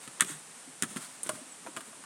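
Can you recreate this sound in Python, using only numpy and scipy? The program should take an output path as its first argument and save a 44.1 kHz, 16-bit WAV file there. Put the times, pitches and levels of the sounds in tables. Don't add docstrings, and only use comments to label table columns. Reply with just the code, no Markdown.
import sys
import numpy as np
from scipy import signal
from scipy.fft import rfft, irfft, next_fast_len
from scipy.io import wavfile
from scipy.ndimage import map_coordinates

SR = 44100
rng = np.random.default_rng(int(sys.argv[2]) if len(sys.argv) > 2 else 0)


def file_out(sig):
    cols = np.atleast_2d(sig).T
    lim = np.clip(cols, -1, 1)
    pcm = np.round(lim * 32767).astype(np.int16)
    wavfile.write(sys.argv[1], SR, pcm)


N = 90404
T = np.arange(SR // 2) / SR


def amp(db):
    return 10 ** (np.asarray(db) / 20)


def unit(x):
    return x / np.sqrt(np.mean(x ** 2) + 1e-20)


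def add(track, start_s, sound):
    i = max(0, round(start_s * SR))
    track[i:i + len(sound)] += sound[:len(track) - i]


def coloured(x, points):
    size = 2 * next_fast_len(len(x))
    hz, db = np.transpose(points)
    bin_hz = np.fft.rfftfreq(size, 1 / SR)
    response_db = np.interp(np.log(bin_hz + 1), np.log(hz), db)
    cepstrum = irfft(np.log(amp(response_db)), size)
    cepstrum[1:size // 2] *= 2
    cepstrum[size // 2 + 1:] = 0
    response = np.exp(rfft(cepstrum))
    return irfft(rfft(x, size) * response)[:len(x)]


def noise(points, size):
    return unit(coloured(rng.standard_normal(size), points))


def wobble(rate):
    knots = rng.standard_normal(200)
    return map_coordinates(knots, [np.arange(N) * rate / SR], mode="wrap")


SAG_S = 0.0073


def cycles(sag):
    return T + sag * SAG_S * (1 - np.exp(-T / SAG_S))


MODE_SCATTER_DB = 0.5


def struck(modes, pitch, crush_s, grit, sag=0):
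    hz, db, t60 = np.transpose(modes)[:, :, None]
    gain = amp(db + MODE_SCATTER_DB * rng.standard_normal(hz.shape))
    decay = np.exp(-np.log(1000) * T / t60)
    ring = (gain * decay * np.sin(2 * np.pi * hz * pitch * cycles(sag))).sum(0)
    crumbling_force = rng.standard_normal(len(T)) * np.exp(-T / crush_s)
    crumble = signal.fftconvolve(crumbling_force, ring)[:len(T)]
    level = ring.std() / np.linalg.norm(gain)
    return unit(unit(ring) + grit * unit(crumble)) * level


# frequency in Hz, relative level in dB per Hz.
GROVE_SPECTRUM = [(30, 16), (110, -2.5), (170, 4), (270, 2.5), (450, -0.5), (1000, -1), (2000, -5),
                  (4000, -9), (6500, -11.5), (9000, -15.5), (12500, -19.5), (16000, -28.5)]
GROVE_DB, BREEZE_DB, RUMBLE_SWELL_DB = -49.5, 0.5, 2.5


def grove():
    air = noise(GROVE_SPECTRUM, N)
    rumble = signal.sosfiltfilt(signal.butter(2, 450, fs=SR, output="sos"), air)
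    rustle = (air - rumble) * amp(BREEZE_DB * wobble(8.4))
    swelling_rumble = rumble * amp(RUMBLE_SWELL_DB * wobble(21.68))
    return amp(GROVE_DB) * (rustle + swelling_rumble)


# start in seconds, length in seconds, level in dB.
ROLLS = [(0, 0.074, -52), (0.276, 0.062, -45.5), (.88, .06, -56), (.99, .09, -46), (1.07, .13, -57),
         (1.234, 0.06, -48), (1.311, 0.072, -50.5), (1.829, 0.092, -57.5)]
# frequency in Hz, relative level in dB.
ROLLING_SPECTRUM = [(100, -6), (300, -11), (700, 1), (1350, 7), (2500, 0), (5000, -2.5), (9000, -8.5),
                    (16000, -5.5)]


def rolls():
    out = np.zeros(N)
    for start_s, length_s, db in ROLLS:
        grains = rng.standard_normal(len(T)) * rng.exponential(size=len(T))
        swell = np.sin(np.pi * np.minimum(T / length_s, 1))
        add(out, start_s, amp(db) * swell * unit(coloured(grains, ROLLING_SPECTRUM)))
    return out


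# frequency in Hz, relative level in dB.
ECHO_COLOUR = [(100, -4), (300, -2), (700, -1), (1500, -4), (4000, -1.5), (9000, -0.5), (15000, -1.5)]
CART_DB, CART_DECAY_S = -9, 0.016
ECHO_DB, ECHO_DELAY_S, ECHO_SPREAD = -15, 0.084, 0.42


def echoes(x):
    out = np.zeros(N)
    cart_ring = unit(np.exp(-T / CART_DECAY_S))
    cloud = unit(np.exp(-(np.log((T + 1 / SR) / ECHO_DELAY_S) / ECHO_SPREAD) ** 2 / 2))
    envelope = np.hypot(amp(CART_DB) * cart_ring, amp(ECHO_DB) * cloud) / np.sqrt(len(T))
    for i in range(0, N, len(T)):
        returns = envelope * noise(ECHO_COLOUR, len(T))
        add(out, i / SR, signal.fftconvolve(x[i:i + len(T)], returns))
    return out


# start in seconds, level in dB, pitch ratio.
THUDS = [(.076, -37, 0.84), (0.2206, -27, 0.97), (.249, -41, 1.1), (.8238, -26.5, 0.874),
         (0.8343, -28, 0.92), (0.962, -26, .86), (1.263, -35, 1.12), (1.292, -34, 1.05), (1.334, -35, 0.89),
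         (1.655, -42, 1.23), (1.770, -34, 1.3)]
# frequency in Hz at pitch ratio 1, relative level in dB, 60 dB decay in seconds.
BED_MODES = [(141, -5.5, 0.054), (188, -1.5, 0.065), (250, -0.5, 0.067), (300, -0.5, 0.052),
             (397, -10, 0.099), (550, -1, 0.0084)]
BED_CRUSH_S, BED_GRIT = 0.018, 0.61


def bed_thuds():
    out = np.zeros(N)
    for start_s, db, pitch in THUDS:
        add(out, start_s, amp(db) * struck(BED_MODES, pitch, BED_CRUSH_S, BED_GRIT))
    return out


# start in seconds, shell level in dB, husk crack level in dB before halving,
# crush time constant in seconds, shell pitch ratio.
CLACKS = [(0.0767, -36.5, -36.5, 0.0037, .9), (0.1989, -28, -44, 0.002, 0.91),
          (0.2037, -36, -51, 0.0015, 0.78), (0.2077, -13, -15.5, 0.0015, 1),
          (0.2134, -31, -34, 0.0011, 1.24), (0.2202, -25.5, -23, 0.0023, 1.1),
          (0.2232, -22.5, -42, 0.0054, 0.88), (.247, -39, -34, 0.0039, 1.7),
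          (0.8236, -24.5, -18.5, 0.0029, 1.02), (0.8332, -25, -28, 0.0038, 0.95),
          (0.8416, -32, -52, 0.0026, .92), (0.9621, -34.5, -33, 0.0027, .8),
          (0.9687, -29.5, -33, 0.011, 0.95), (1.264, -37, -49, .005, 1.06),
          (1.2912, -30, -28, 0.0044, 0.94), (1.2932, -28, -25, 0.0046, .82), (1.664, -34, -46, .005, 0.47),
          (1.671, -37.5, -48, .005, .7), (1.680, -42, -49, .004, 0.65), (1.765, -30.5, -30.5, 0.0027, 0.74),
          (1.7708, -28.5, -38, 0.011, 0.87), (1.807, -36, -40.5, 0.0076, 0.85),
          (2.039, -38.5, -45, 0.0026, 0.81)]
# frequency in Hz at pitch ratio 1, relative level in dB, 60 dB decay in seconds.
SHELL_MODES = [(1140, -8.5, 0.042), (1443, 2.5, 0.04), (1636, -7, 0.032), (1763, -2, 0.037),
               (1912, 1, 0.031), (2150, -4.5, .03), (2605, -3.5, 0.018), (2880, -5, 0.02),
               (3348, 0.5, 0.018), (3570, -6.5, 0.015)]
# frequency in Hz, relative level in dB per Hz.
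HUSK_SPECTRUM = [(100, -18), (800, -11.5), (1500, 4), (2500, 0), (3500, 3.5), (4400, -1), (7500, -4),
                 (11000, -5.5), (16000, -3)]
SHELL_GRIT = 0.23
SHELL_LOWEST_HZ = 1124


def clacks():
    out = np.zeros(N)
    for start_s, shell_db, crack_db, crush_s, pitch in CLACKS:
        low_cut = signal.butter(8, SHELL_LOWEST_HZ * pitch, "high", fs=SR, output="sos")
        shell = signal.sosfilt(low_cut, struck(SHELL_MODES, pitch, crush_s, SHELL_GRIT))
        crack = np.exp(-T / crush_s) * noise(HUSK_SPECTRUM, len(T)) / 2
        add(out, start_s, amp(shell_db) * shell)
        add(out, start_s, amp(crack_db) * crack)
    return out


# start in seconds, level in dB, decay time constant in seconds, pitch ratio.
SNAPS = [(0.2081, -6, 0.00063, 0.88), (.2148, -22, .0005, 1), (0.2215, -24, 0.0023, 1.45),
         (0.8244, -19, 0.00042, 0.88), (.8363, -23, .002, 1.0), (1.2326, -20, .0013, 1.08),
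         (1.2364, -26.5, 0.0018, 0.94), (1.2704, -24, .0004, 1), (1.3194, -29, 0.00055, 1.1)]
# frequency in Hz at pitch ratio 1, level in dB.
FIBRE_SPECTRUM = [(300, -41), (1000, -22), (3300, -10), (4600, -15), (6000, -12.5), (8000, -5), (9000, -1),
                  (11000, -8.5), (16000, -9)]
SNAP_CLICK = 2.5


def snaps():
    out = np.zeros(N)
    for start_s, db, decay_s, pitch in SNAPS:
        force = np.exp(-T / decay_s) * rng.standard_normal(len(T)) / 2
        force[0] = SNAP_CLICK
        spectrum = np.multiply(FIBRE_SPECTRUM, [pitch, 1])
        add(out, start_s, amp(db) * coloured(force, spectrum))
    return out


# start in seconds, level in dB, settled frequency in Hz.
BUMPS = [(0.297, -32.5, 285), (0.311, -36, 149), (0.336, -42.5, 140), (0.363, -40.5, 140.3),
         (.565, -46.5, 222), (0.674, -37, 252), (0.689, -47, 148), (.905, -39, 202), (1.352, -38, 217),
         (1.414, -36, 244), (1.464, -42.5, 250), (1.658, -42, 200), (1.683, -32.5, 288), (1.816, -42, 250),
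         (1.875, -40.5, 211)]
BUMP_RISE_S, BUMP_DECAY_S = 0.003, 0.012
BUMP_SAG = 0.24


def bumps():
    out = np.zeros(N)
    for start_s, db, hz in BUMPS:
        envelope = (1 - np.exp(-T / BUMP_RISE_S)) * np.exp(-T / BUMP_DECAY_S)
        note = np.sin(2 * np.pi * hz * cycles(BUMP_SAG))
        add(out, start_s, amp(db) * envelope * note)
    return out


# start in seconds, level in dB, pitch ratio.
KNOCKS = [(1.2938, -19.5, 1.0), (1.670, -34.5, 0.85), (1.774, -33, 1.05), (1.93, -43.5, 1.02)]
# settled frequency in Hz at pitch ratio 1, relative level in dB,
# 60 dB decay in seconds.
BOARD_MODES = [(609, 0.5, 0.065), (692, -7, 0.024), (990, -2.5, .026), (1096, 3, 0.043), (1297, -8, 0.033),
               (1480, -4, 0.035)]
BOARD_CRUSH_S, BOARD_GRIT = 0.008, 0.5
BOARD_SAG = 0.088


def board_knocks():
    out = np.zeros(N)
    for start_s, db, pitch in KNOCKS:
        add(out, start_s, amp(db) * struck(BOARD_MODES, pitch, BOARD_CRUSH_S, BOARD_GRIT, BOARD_SAG))
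    return out


BIRD_S, BIRD_LENGTH_S, BIRD_DB = 1.509, 0.03, -55
BIRD_END_HZ, BIRD_FALL_HZ, BIRD_FALL_S = 7650, 850, 0.009


def bird():
    out = np.zeros(N)
    hz = BIRD_END_HZ + BIRD_FALL_HZ * np.exp(-T / BIRD_FALL_S)
    swell = np.sin(np.pi * np.minimum(T / BIRD_LENGTH_S, 1))
    note = np.sin(2 * np.pi * np.cumsum(hz) / SR)
    add(out, BIRD_S, amp(BIRD_DB) * swell * note)
    return out


def scene():
    cart = rolls() + bed_thuds() + clacks() + snaps() + bumps() + board_knocks()
    return (grove() + cart + echoes(cart) + bird())[None]


# frequency in Hz, gain in dB.
MICROPHONE = [(20, -35), (66, -37), (90, -18.5), (125, -5), (5000, 0), (6500, 4), (7600, 9.5), (8600, 14),
              (9200, 15), (10000, 10), (11500, 1.5), (13000, -5), (16000, -11.5)]
TOP_HZ = 16500


def record(dry):
    x = coloured(dry[0], MICROPHONE)
    passed = np.fft.rfftfreq(2 * N, 1 / SR) < TOP_HZ
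    return irfft(rfft(x, 2 * N) * passed)[None, :N]


dry = scene()
out = record(dry)
file_out(out)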